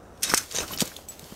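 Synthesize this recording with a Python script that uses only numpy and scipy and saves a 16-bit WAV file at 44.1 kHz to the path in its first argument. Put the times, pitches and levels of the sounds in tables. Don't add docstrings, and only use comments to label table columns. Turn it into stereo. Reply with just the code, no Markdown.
import sys
import numpy as np
from scipy import signal
from scipy.fft import rfft, irfft, next_fast_len
from scipy.io import wavfile
from scipy.ndimage import map_coordinates

SR = 44100
rng = np.random.default_rng(int(sys.argv[2]) if len(sys.argv) > 2 else 0)


def int16_out(signal):
    q = np.round(np.clip(np.atleast_2d(signal).T, -1, 1) * 32767)
    wavfile.write(sys.argv[1], SR, q.astype(np.int16))


N = 59535
T = np.arange(N) / SR
EVENT_SIZE = 6000
AGE = T[:EVENT_SIZE]

# (time [s], level [dB], attack [s], decay [s], treble tilt [dB/octave],
# ring send [dB], pitch favoured by the contact point [Hz], its boost in the ring [dB])
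CLASHES = [(0.2225, -33, 0.00085, 0.013, 3, -6, 6100, 5),
           (0.2307, -16.5, 0.0014, 0.0086, 4.5, -10.5, 6150, 4), (.245, -34, .002, 0.035, -4, 8, 3795, 16),
           (.275, -36, .005, 0.02, -5.5, 5, 3795, 16), (.292, -24.5, 0.0074, 0.0085, -1, -2, 5360, 11.5),
           (.314, -38, .002, 0.0085, -3, 1, 1530, 24), (0.3413, -13.5, .004, .0035, 6, -12.5, 9300, 9.5),
           (0.3748, -15, 0.00031, 0.0062, 6, -10.5, 6300, 6),
           (0.5535, -24.5, .0015, 0.005, 7, -3, 6200, 15), (0.5617, -20, 0.0013, 0.002, 1.5, -12, 6200, 6),
           (0.5722, -21, 0.0008, .002, 2, -12, 5300, 6), (.5832, -20.5, 0.0025, 0.004, -3, -5, 6200, 16),
           (0.604, -30.5, 0.0012, 0.0026, -2, -4, 2580, 19),
           (0.7342, -33.5, 0.00042, 0.0054, -1, -0.5, 3060, 15),
           (.7862, -22.5, 0.00013, .003, 3, -14, 6400, 6),
           (0.7945, -22.5, 0.00055, 0.0045, 3.5, -15, 3540, 19),
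           (0.8046, -14.5, 0.00021, 0.005, 7, -22, 3600, 3),
           (0.8161, -14.5, 0.00035, 0.0037, 4, -25, 6230, 9)]
# (pitch [Hz], level [dB], t60 [s])
TRAP_MODES = [(1530, -6, .1), (1572, -8, .1), (2600, -5.5, .11), (3010, -5.5, .11), (3805, -3, .15),
              (4530, -7, .13), (5262, -2, .2), (5570, -1.5, .18), (5950, -7, .18), (6050, -4, .18),
              (6180, 0, .16), (6825, -2.5, .17), (7730, -3.5, .17), (8610, -5.5, .18), (8975, -8, .12)]
# (frequency [Hz], gain [dB])
CONTACT_EQ = [(200, -19.5), (900, -7), (2000, -2.5), (3500, -2.5), (6200, -2), (9000, -7), (12000, -9),
              (15500, -25.5)]
# (time [s], level [dB])
RATTLE_FADER = [(.222, -60), (.24, -28), (.27, -32), (.3, -27.5), (.33, -34), (.37, -28.5), (.41, -63),
                (.47, -70), (.535, -35), (.555, -27.5), (.6, -29.5), (.65, -44), (.76, -46), (.82, -49),
                (.87, -33), (.93, -70)]
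# (time [s], level [dB], pitch [ratio], free time [s])
LINK_SWINGS = [(0.718, -28.5, 1.521, 0.028), (1.086, -36, 1., 0.02), (1.2, -51, 1., 0.015)]
# (pitch [Hz], level [dB])
SINGLE_LINK_MODES = [(7830, 4), (11600, -6), (13590, -5.5)]
# (pitch [Hz], level [dB], width [s])
KNOCK_LAYERS = [(1350, -2.5, 0.00033), (280, -13, 0.00059)]
# (time [s], level [dB], centre [Hz], bandwidth [Hz], decay [s])
CRACKS = [(.175, -53, 4500, 5000, .005), (0.3151, -33, 1340, 400, 0.041), (.3389, -13, 4470, 7000, 0.00084),
          (.3695, -25, 7000, 6000, 0.0081), (0.3745, -33.5, 1460, 400, 0.025),
          (0.5117, -29, 4270, 7100, 0.0046), (0.524, -20, 10000, 9000, 0.00048),
          (.5486, -20.5, 6500, 7000, .0013), (0.6096, -24, 5000, 6000, 0.00092),
          (.6305, -33, 11000, 9000, 0.0018), (0.633, -35.5, 1370, 199, 0.011),
          (.679, -33, 3900, 5500, 0.0074), (.707, -33, 1100, 300, 0.0053), (.745, -29, 12000, 9100, 0.0023),
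          (.762, -29, 11900, 8000, .002), (.7755, -20, 5120, 900, 0.0019),
          (0.805, -7.5, 4400, 3200, 0.0008), (0.8086, -16.5, 5500, 7000, .0013),
          (.813, -17, 6500, 7000, .0011), (0.8228, -16.5, 6900, 9050, 0.0012),
          (0.8274, -21.5, 6000, 5000, 0.0014), (0.8535, -28.5, 7250, 10100, 0.0049),
          (0.876, -28, 6250, 11200, 0.0033), (0.917, -41.5, 1680, 600, 0.0074),
          (0.965, -29, 3780, 650, 0.0026), (0.9657, -31, 7600, 8940, 0.0035),
          (1.0859, -31, 7200, 6000, 0.003), (1.1944, -27.5, 7000, 8900, 0.0013),
          (1.2422, -36, 6130, 8150, .002)]
# (time [s], level [dB], pitch [Hz], attack [s], decay [s])
FOOTFALLS = [(.268, -34, 220, .0015, .003), (0.316, -32.5, 144, 0.00057, 0.0076),
             (0.3393, -14, 387, 0.00083, .0006), (.545, -26, 487, 0.0017, 0.0022),
             (.585, -21.5, 495, .001, 0.0022), (0.599, -31.5, 77, 0.017, 0.032),
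             (.8168, -14.5, 199.4, 0.0082, 0.0019), (.989, -31.5, 610, 0.0002, 0.0016),
             (1.227, -36, 149, 0.0047, 0.0065), (1.3217, -29.5, 198, 0.0018, 0.0047)]
# (time [s], level [dB])
RUSTLE_FADER = [(0, -81), (.17, -69.5), (.22, -52), (.32, -32.5), (.42, -38), (.48, -47), (.54, -39),
                (.62, -34.5), (.66, -43), (.74, -35), (.77, -47.5), (.82, -36.5), (.91, -44.5), (1., -48),
                (1.07, -55), (1.12, -44), (1.17, -51), (1.23, -46.5), (1.35, -47)]
# (frequency [Hz], gain [dB])
GRASS_EQ = [(500, -16), (1200, -2.5), (2200, 1.5), (3500, 2), (6500, 4), (10000, -0.5), (13000, 1),
            (15500, -5.5)]
# (time [s], level [dB])
SCUFF_FADER = [(.2, -52), (.27, -47), (.33, -35), (.37, -47.5), (.42, -47), (.48, -66), (.535, -49),
               (.56, -41.5), (.635, -33.5), (.675, -49.5), (.715, -38), (.77, -42), (.805, -49.5),
               (.82, -33.5), (.84, -41.5), (.93, -54), (1.05, -59), (1.21, -51), (1.35, -55)]
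# (frequency [Hz], gain [dB])
SOIL_EQ = [(50, -4), (130, 3), (250, 2.5), (480, 2.5), (800, -3.5), (1400, -7.5), (2200, -18), (5000, -34)]
# (time [s], right channel delay [microseconds])
RIGHT_DELAY = [(.25, 15.6), (.38, 19.5), (.58, 42.7), (.8, 53), (1.3, 50)]
# (frequency [Hz], left over right [dB])
SHADOW_EQ = [(100, .5), (1000, 1.6), (2200, -1), (5000, 2.5), (8000, 7), (11000, 5.5), (15000, 2)]
# (frequency [Hz], gain [dB])
REVERB_EQ = [(100, -16), (1500, -13), (3200, -2), (7000, 0), (15000, 0)]
# (frequency [Hz], gain [dB])
RUMBLE_EQ = [(15, -30), (25, -12), (40, -1.5), (85, 1), (140, -10.5), (300, -8.5), (650, -8.5), (1100, -17),
             (1600, -20), (2100, -35), (7000, -43), (15000, -42)]

TOP_HZ = 15650


def clanks(mode_hz, mode_db, swings):
    out = np.zeros(N)
    crunches = pressed_steel(grains(per_s=9000, spread_db=4, size=(len(CLASHES), EVENT_SIZE)))
    for crunch, (start, db, attack, decay, tilt, ring_db, hz, boost_db) in zip(crunches, CLASHES):
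        contacts = shape(
            crunch, lambda f: undb(boost_db * favour(f, hz) / 2 + tilt * np.log2(1 + f / 1000)))
        add(out, start, undb(db) * burst(contacts, strike(attack, decay)))
        free = ring(mode_db + boost_db * favour(mode_hz, hz), swings)
        speed = 1 + 0.0028 * rng.standard_normal()
        detuned = map_coordinates(free, [np.arange(len(free)) * speed], order=5)
        add(out, start + attack / 2, undb(db + ring_db) * detuned)
    return out


def steel_modes(count=60, size=10000, low_hz=2403, high_hz=14570, link_t60_s=0.056):
    pitches = low_hz + (high_hz - low_hz) * (np.arange(count) + rng.random(count)) / count
    links = [(hz, np.interp(hz, *np.array(CONTACT_EQ).T) - 1, link_t60_s) for hz in pitches]
    hz, db, t60 = np.array(list(TRAP_MODES) + links).T
    return hz, db, np.exp(np.outer(2j * np.pi * hz - np.log(1000) / t60, T[:size]))


def pressed_steel(x, width_hz=69, peaks_db=2):
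    def peaks(f):
        return sum(undb(db) / (1 + 1j * (f - hz) / (width_hz / 2)) for hz, db, _ in TRAP_MODES)
    return shape(eq(x, CONTACT_EQ), lambda f: 1 + undb(peaks_db) * peaks(f))


def favour(f, hz, octaves=0.1):
    return np.exp(-(np.log2(f / hz) / octaves) ** 2 / 2)


def ring(db, swings):
    weights = undb(db) * np.exp(2j * np.pi * rng.random(len(db)))
    return np.sqrt(2) * (weights @ swings).imag / np.linalg.norm(weights)


def rattle(mode_db, swings, tick_db=-8, ring_db=-9.5):
    ticks = grains(per_s=1600, spread_db=2.5)
    fader = undb(curve(RATTLE_FADER))
    body = ring(mode_db, swings)
    ringing = convolve(fader * unit(ticks), body / np.linalg.norm(body))
    return undb(tick_db) * fader * unit(pressed_steel(ticks)) + undb(ring_db) * ringing


def tinks(choke_s=0.008):
    out = np.zeros(N)
    for start, db, ratio, free in LINK_SWINGS:
        tone = sum(undb(mode_db) * np.sin(2 * np.pi * hz * ratio * AGE)
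                   for hz, mode_db in SINGLE_LINK_MODES if hz * ratio < TOP_HZ)
        choke = np.exp(-np.maximum(AGE - free, 0) / choke_s)
        add(out, start, undb(db) * tone * strike(0.00018, 0.036) * choke)
    return out


def knock(at_s=0.3388):
    age = T - at_s
    return sum(undb(db) * np.sin(2 * np.pi * hz * age) * np.exp(-(age / width) ** 2 / 2)
               for hz, db, width in KNOCK_LAYERS)


def snaps():
    out = np.zeros(N)
    for start, db, hz, width, decay in CRACKS:
        add(out, start, undb(db) * burst(band(hz, width), strike(0.00012, decay)))
    return out


def thuds(grit_db=-10.5, low_cut_hz=105):
    out = np.zeros(N)
    for start, db, hz, attack, decay in FOOTFALLS:
        push = strike(attack, decay)
        grit = undb(grit_db) * burst(band(hz=513, width=480), push)
        add(out, start, undb(db) * (push * np.sin(2 * np.pi * hz * AGE) + grit))
    return signal.sosfilt(signal.butter(2, low_cut_hz, "high", fs=SR, output="sos"), out)


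def rustle(wide_share=0.47):
    fader = undb(curve(RUSTLE_FADER))
    core, left, right = (unit(eq(grains(per_s=5000, spread_db=6), GRASS_EQ)) * fader for _ in range(3))
    return np.sqrt(1 - wide_share) * core, np.sqrt(wide_share) * np.array([left, right])


def scuff():
    return unit(eq(grains(per_s=2200, spread_db=3), SOIL_EQ)) * undb(curve(SCUFF_FADER))


def ground_bounce(x, size=8192):
    out, fade = np.zeros((2, N)), np.sqrt(np.hanning(size))
    for first in range(0, N - size // 4, size // 2):
        part = x[first:first + size]
        add(out, first / SR, reflections(part * fade[:len(part)], t60_s=0.012, db=-6.5))
    return out


def reflections(x, t60_s, db):
    age = T[:int(t60_s * SR)]
    envelope = strike(0.00037, t60_s / np.log(1000), age)
    tails = rng.standard_normal((2, len(x)))[:, :len(age)] * envelope
    return undb(db) * np.array([convolve(x, tail / np.linalg.norm(tail)) for tail in tails])


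def rumble(mid_db=-50.5, width_db=-5.5):
    mid, side = (unit(eq(rng.standard_normal(N), RUMBLE_EQ)) for _ in range(2))
    return undb(mid_db) * (mid + undb(width_db) * side * np.array([[1], [-1]]))


def undb(db):
    return 10 ** (np.asarray(db) / 20)


def unit(x):
    return x / np.sqrt(np.mean(x ** 2) + 1e-18)


def curve(points):
    return np.interp(T, *np.array(points).T)


def shape(x, gain):
    length = x.shape[-1]
    size = next_fast_len(length + 2048, True)
    hz = np.maximum(np.arange(size // 2 + 1) * SR / size, 1)
    return irfft(rfft(x, size) * gain(hz), size)[..., :length]


def eq(x, points, amount=1):
    f, db = np.array(points).T
    return shape(x, lambda hz: undb(amount * np.interp(np.log(hz), np.log(f), db)))


def band(hz, width):
    noise = rng.standard_normal(EVENT_SIZE)
    return unit(shape(noise, lambda f: 1 / (1 + ((f * f - hz * hz) / (f * width)) ** 2)))


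def strike(attack, decay, age=AGE):
    return np.clip(age / attack, 0, 1) * np.exp(-np.maximum(age - attack, 0) / decay)


def burst(noise, envelope):
    return unit(noise * envelope) * np.sqrt(np.mean(envelope ** 2))


def grains(per_s, spread_db, size=N):
    hits = rng.random(size) < per_s / SR
    strength = np.clip(rng.standard_normal(size), -2, 2)
    return hits * undb(spread_db * strength) * rng.choice([-1, 1], size)


def convolve(x, response):
    return signal.fftconvolve(x, response)[:N]


def add(out, start, x):
    part = out[..., int(start * SR):][..., :x.shape[-1]]
    part += x[..., :part.shape[-1]]


def scene():
    mode_hz, mode_db, swings = steel_modes()
    core_rustle, wide_rustle = rustle()
    scuffle = core_rustle + scuff()
    steel = clanks(mode_hz, mode_db, swings) + rattle(mode_db, swings) + tinks()
    direct = steel + knock() + snaps() + thuds() + scuffle
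    lag = curve(RIGHT_DELAY) * SR / 1e6
    delayed = map_coordinates(direct, [np.arange(N) - lag], order=5)
    ground = ground_bounce(direct)
    trees = reflections(direct, t60_s=0.51, db=-22.5)
    left, right = np.array([direct, delayed]) + wide_rustle + eq(ground + trees, REVERB_EQ)
    return np.array([eq(left, SHADOW_EQ, amount=0.45), eq(right, SHADOW_EQ, amount=-0.42)]) + rumble()


def record(dry):
    high_cut = signal.ellip(8, .1, 60, TOP_HZ, fs=SR, output="sos")
    return signal.sosfiltfilt(high_cut, np.clip(dry, -1, 1))


dry = scene()
out = record(dry)
int16_out(out)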